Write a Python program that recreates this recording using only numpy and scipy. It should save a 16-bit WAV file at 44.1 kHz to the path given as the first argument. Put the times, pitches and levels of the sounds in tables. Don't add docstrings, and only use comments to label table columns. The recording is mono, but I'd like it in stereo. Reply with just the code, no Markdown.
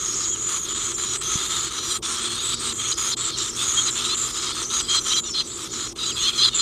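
import sys
import numpy as np
from scipy import signal
from scipy.fft import rfft, irfft, next_fast_len
from scipy.io import wavfile

SR = 44100
rng = np.random.default_rng(int(sys.argv[2]) if len(sys.argv) > 2 else 0)


def to_wav(sig):
    pcm = np.clip(np.atleast_2d(sig), -1, 1) * 32767
    pcm = np.round(pcm).astype(np.int16)
    wavfile.write(sys.argv[1], SR, pcm.T)


N = 291501


def amp(db):
    return 10 ** (np.asarray(db) / 20)


def rms_one(x):
    return x / np.sqrt(np.mean(x ** 2) + 1e-20)


def at_hz(points, hz):
    table = np.array(points, float)
    return np.interp(np.log(hz + 1), np.log(table[:, 0] + 1), table[:, 1])


def drift(rate_hz):
    r = np.exp(-2 * np.pi * rate_hz / SR)
    return rms_one(signal.lfilter([1], [1, -2 * r, r * r], rng.standard_normal(N)))


def shaped(x, response):
    size = next_fast_len(N + SR // 4)
    hz = np.arange(size // 2 + 1) * SR / size
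    return irfft(rfft(x, size) * response(hz), size)[..., :N]


def ring(push, hz, ring_s):
    r = amp(-60 / (ring_s * SR))
    return signal.lfilter([1], [1, -2 * r * np.cos(2 * np.pi * hz / SR), r * r], push)


# f/Hz, level/dB
RUMBLE_COLOUR = [(15, -41), (25, -12.5), (55, 1), (114, -5), (275, -6.5), (345, 5), (619, -18),
                 (900, -18.5), (1170, -16.5), (1980, -120)]

def rumble(level_db=-41.5, side_db=-15):
    mid, side = shaped(rng.standard_normal((2, N)), lambda hz: amp(at_hz(RUMBLE_COLOUR, hz)))
    side = signal.lfilter(*signal.butter(1, 1200, "high", fs=SR), side)
    return amp(level_db) * (rms_one(mid) + amp(side_db) * rms_one(side) * [[1], [-1]])


# f/Hz, width/Hz, level/dB
HUM_TONES = [(119.3, 4.5, -50), (236.4, 2.3, -52), (350, 20, -57.5)]

def hum():
    out = np.zeros(N)
    for hz, width_hz, level_db in HUM_TONES:
        ring_s = np.log(1000) / (np.pi * width_hz)
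        out += amp(level_db) * rms_one(ring(rng.standard_normal(N), hz, ring_s))
    return out


def hiss(level_db=-60):
    return amp(level_db) * rng.standard_normal((2, N))


# f/Hz, share of the pitch lost
SQUEAL_SAG = [(3200, -0.0394), (4200, -0.00024), (8500, .015)]

def squeal(start, end, hz, level_db, hoarse, rasp_db, drop=.036):
    sag_hz = hz * (at_hz(SQUEAL_SAG, hz) + .012 * rng.standard_normal())
    return start, end, hz + sag_hz / 2, hz - sag_hz / 2, level_db, hoarse, rasp_db, drop, 1


# start t/s, end t/s, f/Hz, level/dB
CLEAR_SQUEALS = [(-0.004, 0.131, 6660, -23), (0.14, 0.35, 6750, -21), (0.453, 0.56, 7250, -27),
                 (0.487, 0.657, 6710, -19.5), (0.687, 0.909, 6950, -26.5), (0.758, 0.945, 7820, -25),
                 (0.94, 1.055, 7150, -22), (1.126, 1.233, 8160, -26), (1.235, 1.37, 6320, -23),
                 (1.454, 1.575, 7400, -25), (1.524, 1.584, 3740, -23), (1.719, 1.892, 6970, -31),
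                 (1.866, 1.992, 9000, -25.5), (2.03, 2.065, 3570, -23), (2.04, 2.16, 8740, -22.5),
                 (2.215, 2.365, 8560, -23.5), (2.43, 2.554, 7900, -23.5), (2.592, 2.707, 8400, -21.5),
                 (2.744, 2.937, 7830, -26.5), (2.918, 2.931, 4100, -14.5), (2.975, 3.093, 6650, -22),
                 (3.12, 3.144, 4160, -19.5), (3.169, 3.291, 7580, -22.5), (3.374, 3.507, 7290, -22.5),
                 (3.55, 3.651, 7940, -23), (3.587, 3.634, 3580, -18), (3.656, 3.883, 6740, -20.5),
                 (3.773, 3.804, 3310, -16), (3.863, 3.903, 4020, -17), (3.9, 3.985, 7250, -23),
                 (4.035, 4.115, 7800, -25), (4.143, 4.275, 7350, -22.5), (4.372, 4.46, 6870, -27.5),
                 (4.533, 4.638, 8230, -26.5), (4.676, 4.833, 8800, -31.5), (4.704, 4.803, 6640, -23),
                 (4.887, 4.958, 3200, -21), (4.894, 4.974, 6670, -21), (4.936, 4.996, 4166, -13),
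                 (5.056, 5.173, 3146, -23.5), (5.06, 5.193, 5890, -21), (5.105, 5.13, 4055, -14),
                 (5.16, 5.2, 4010, -16), (5.338, 5.41, 3580, -24.5), (5.343, 5.425, 4170, -19.5),
                 (5.47, 5.605, 7300, -30), (5.615, 5.66, 5600, -30), (5.724, 5.858, 7100, -32.5),
                 (5.985, 6.11, 3900, -24), (6.233, 6.296, 4190, -15), (6.357, 6.437, 6260, -25),
                 (6.378, 6.492, 4100, -13), (6.545, 6.626, 7250, -17), (6.588, 6.62, 4150, -16)]
# f/Hz, hoarseness from 0 (pure) to 1 (rough)
HOARSENESS = [(3200, 0.1), (3700, 0.33), (7000, 0.42), (9000, 0.65)]

def clear_squeals():
    return [squeal(start, end, hz, db, at_hz(HOARSENESS, hz), rasp_db=-6)
            for start, end, hz, db in CLEAR_SQUEALS]


# t/s, level/dB
BEGGING_EFFORT = [(0, -23), (1.0, -21.5), (1.3, -18), (3.05, -20.5), (3.25, -20), (4.6, -19.5), (4.9, -20),
                  (5.1, -18.5), (5.22, -26), (6.05, -21.5), (6.25, -20.5), (6.6, -25)]

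def effort_db(s):
    return np.interp(s, *np.transpose(BEGGING_EFFORT))


# start t/s, end t/s, f/Hz, whistle level/dB
RASPING_CALLS = [(-0.003, 0.29, 3630, -46), (0.348, 0.585, 3020, -57), (0.656, 0.732, 3210, -38.5),
                 (0.748, 0.931, 3240, -32), (0.98, 1.175, 3390, -37), (1.212, 1.464, 3400, -31),
                 (1.495, 1.686, 3520, -52), (1.705, 1.792, 3750, -74.5), (1.828, 1.974, 3130, -48),
                 (2.027, 2.288, 3650, -31), (2.3, 2.39, 3630, -43.5), (2.404, 2.543, 3570, -24.5),
                 (2.611, 2.73, 3766, -25), (2.792, 2.92, 3320, -23), (2.971, 3.12, 3314, -35.5),
                 (3.168, 3.307, 3725, -28.5), (3.369, 3.492, 3730, -26), (3.565, 3.725, 3720, -28.5),
                 (3.734, 3.896, 3700, -27.5), (3.955, 4.155, 3495, -23.5), (4.169, 4.313, 3810, -36.5),
                 (4.342, 4.521, 3886, -25.5), (4.547, 4.64, 3670, -30), (4.702, 4.815, 3790, -22),
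                 (4.884, 4.97, 4060, -20.5), (5.048, 5.138, 4090, -22.5), (5.159, 5.202, 3830, -31),
                 (5.235, 5.302, 3620, -25.5), (5.343, 5.415, 4120, -17.5), (5.572, 5.676, 3780, -34.5),
                 (5.733, 5.876, 3960, -30.5), (5.958, 6.109, 3630, -35), (6.16, 6.311, 3524, -21.5),
                 (6.327, 6.492, 3374, -22.5), (6.53, 6.64, 3600, -18.5)]

def rasps(hoarse=.55, drop=.35):
    return [(start, end, hz, hz, db, hoarse, effort_db((start + end) / 2) - db, drop, 1)
            for start, end, hz, db in RASPING_CALLS]


# start t/s, end t/s
PAUSES = [(0.268, 0.345), (0.577, 0.65), (0.92, 0.978), (1.162, 1.212), (1.975, 2.025), (3.143, 3.172),
          (5.93, 5.957)]

def faint_squeals(every_s=.1, length_s=.2, low_hz=3276, high_hz=8150):
    plans = []
    for s in np.arange(0, N / SR, every_s):
        start = s + rng.random() * every_s - length_s / 2
        end = start + length_s
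        hz = rng.uniform(low_hz, high_hz)
        for hush, resume in PAUSES:
            if start < resume and end > hush:
                start, end = (start, hush) if start < hush else (resume, end)
        plans.append(squeal(start, end, hz, effort_db(s) - 8, hoarse=.447, rasp_db=-1.5))
    return plans


# start t/s, end t/s, first f/Hz, last f/Hz, level/dB
GLIDING_CALLS = [(0.12, 0.152, 5800, 5450, -21), (0.243, 0.264, 4300, 2100, -27),
                 (1.142, 1.16, 4400, 2300, -26), (0.31, 0.368, 3340, 2830, -31),
                 (0.362, 0.486, 6650, 7080, -26), (0.689, 0.725, 3480, 2800, -29),
                 (0.7, 0.796, 6800, 7030, -31), (0.935, 0.962, 5800, 5300, -30),
                 (1.046, 1.144, 6930, 6850, -25.5), (1.627, 1.69, 6960, 6900, -30),
                 (1.752, 1.96, 5900, 5800, -26), (2.048, 2.143, 6690, 6660, -29),
                 (2.38, 2.44, 6600, 6800, -26), (2.85, 2.92, 6620, 6650, -21),
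                 (2.877, 2.933, 5950, 4860, -23), (3.087, 3.138, 6500, 5040, -24),
                 (4.04, 4.147, 3800, 4250, -21), (4.625, 4.657, 5940, 4250, -22),
                 (4.83, 4.875, 3400, 2950, -33), (5.258, 5.287, 5950, 5600, -21),
                 (5.297, 5.348, 5450, 5330, -16), (6.06, 6.115, 6800, 6350, -25),
                 (6.088, 6.128, 3430, 2550, -22), (6.188, 6.246, 6650, 6540, -23),
                 (6.211, 6.303, 2965, 3360, -21), (6.22, 6.3, 5850, 6650, -26),
                 (6.3, 6.323, 3300, 2300, -25)]

def glides(hoarse=.1, rasp_db=-25, drop=0, bend=1.8):
    return [(*glide, hoarse, rasp_db, drop, bend) for glide in GLIDING_CALLS]


def throat():
    beat_hz = 850 + 150 * drift(15)
    beat = np.sqrt(2) * np.sin(2 * np.pi * np.cumsum(beat_hz) / SR)
    chatter = rms_one(signal.lfilter(*signal.butter(2, 600, fs=SR), rng.standard_normal(N)))
    air = rms_one(rng.standard_normal(N) * amp(2 * drift(220)))
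    treble = signal.sosfilt(signal.butter(4, 5400, "high", fs=SR, output="sos"), air)
    bright_air = treble + amp(.5) * air
    wobble, flutter, surge = drift(71.3), drift(71.3), drift(16.6)
    return wobble, flutter, surge, beat, chatter, air, bright_air


def nestlings(plans):
    edge_s, drop_s = .002, .005
    swell_db, flutter_db, surge_db, octave_db = 2, .5, 3.5, -25
    throats = [throat() for _ in range(4)]
    places = np.zeros((3, N))
    for k, (start, end, first_hz, last_hz, level_db, hoarse, rasp_db, drop, bend) in enumerate(plans):
        span = slice(max(int((start - .04) * SR), 0), min(int((end + .03) * SR), N))
        t = np.arange(span.start, span.stop) / SR
        wobble, flutter, surge, beat, chatter, air, bright_air = (part[span] for part in throats[k % 4])
        is_low = first_hz < 5000
        progress = np.clip((t - start) / (end - start), 0, 1)
        on_off = 1 / (1 + np.exp((start - t) / edge_s)) / (1 + np.exp((t - end) / edge_s))
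        loudness = on_off * amp(level_db + swell_db * (progress - 1) + flutter_db * flutter)
        giving_out = np.exp(np.minimum(t - end, 0) / drop_s)
        glide_hz = first_hz + (last_hz - first_hz) * progress ** bend
        pitch_hz = glide_hz * (1 - drop * giving_out) + (30 + 201.5 * hoarse) * wobble
        phase = 2 * np.pi * np.cumsum(pitch_hz) / SR
        octave = amp(octave_db) * np.sin(2 * phase) * (first_hz < SR / 6)
        beat_share = .6 if is_low else 0
        shake = np.sqrt(beat_share) * beat + np.sqrt(1 - beat_share) * chatter
        roughness = np.sqrt(1 - hoarse) + np.sqrt(hoarse) * shake
        surging = amp(surge_db * surge * hoarse ** .5)
        whistle = np.sqrt(2) * roughness * surging * (np.sin(phase) + octave)
        rasp = amp(rasp_db) * (1 + .4 * giving_out) * (air if is_low else bright_air)
        places[k % 3, span] += loudness * (whistle + rasp)
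    return places


# f/Hz, level/dB
BOX_TONE = [(700, -24.5), (1000, -10.5), (1290, 1), (1500, -11), (2700, -13), (3300, -6), (4150, -5.5),
            (4700, -12), (6000, -7.5), (8000, -1), (9500, -14.5), (11000, -17), (12500, -20.5),
            (15000, -30)]
# f/Hz, width/Hz, added level/dB
STANDING_WAVES = [(3236, 37, 6.5), (4910, 180, 6.5), (5990, 71, 7), (8360, 210, 1.5)]

def box_colour(hz):
    peaks_db = sum(db / (1 + (2 * (hz - peak_hz) / width_hz) ** 2)
                   for peak_hz, width_hz, db in STANDING_WAVES)
    return amp(at_hz(BOX_TONE, hz) + peaks_db)


# f/Hz, phase/rad
LEFT_LEAD = [(0, 0), (4050, -0.2), (4310, 0.3), (4820, 6.6), (5170, 3.8), (5510, -0.4), (7240, -0.1),
             (7490, 2.4), (8010, 1.8), (8350, 4.1), (9130, 4.0), (9990, 10.1), (11400, 9.4), (14600, 9.4)]
PLACE_LEADS = [-0.0000053, 0, 18e-6]

def nest_box(places, echo_db=-8, echo_s=.02, tilt_db=.1):
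    voices = shaped(places, box_colour)
    half_turn = np.array([[.5j], [-.5j]])
    t = np.arange(int(echo_s * SR)) / SR
    treble = signal.butter(2, 3400, "high", fs=SR)
    out = np.zeros((2, N))
    for voice, lead_s in zip(voices, PLACE_LEADS):
        out += shaped(voice, lambda hz: np.exp(half_turn * (at_hz(LEFT_LEAD, hz) + 2*np.pi*hz*lead_s)))
        echo = signal.lfilter(*treble, rng.standard_normal((2, len(t)))) * amp(-60 * t / echo_s)
        echo = rms_one(echo) / np.sqrt(len(t))
        out += amp(echo_db) * signal.fftconvolve(voice[None], echo, axes=1)[:, :N]
    return out * amp([[-tilt_db], [tilt_db]])


# t/s, level/dB
FOOT_PUSH = [(1.355, -44.5)]
# f/Hz, t/s to fade by 60 dB
WALL_NOTE = [(130, 0.016)]

def knock():
    push = np.zeros(N)
    for s, level_db in FOOT_PUSH:
        push[int(s * SR)] = -amp(level_db)
    soft_push = signal.lfilter(*signal.butter(1, [80, 300], "band", fs=SR), push + 1e-18)
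    return sum(ring(soft_push, hz, ring_s) for hz, ring_s in WALL_NOTE)


def scene():
    background = rumble() + hum() + hiss()
    plans = rasps() + glides() + clear_squeals() + faint_squeals()
    return background + nest_box(nestlings(plans)) + knock()


def record(dry, cutoff_hz=15400):
    return signal.sosfilt(signal.cheby2(20, 70, cutoff_hz, fs=SR, output="sos"), dry)


dry = scene()
out = record(dry)
to_wav(out)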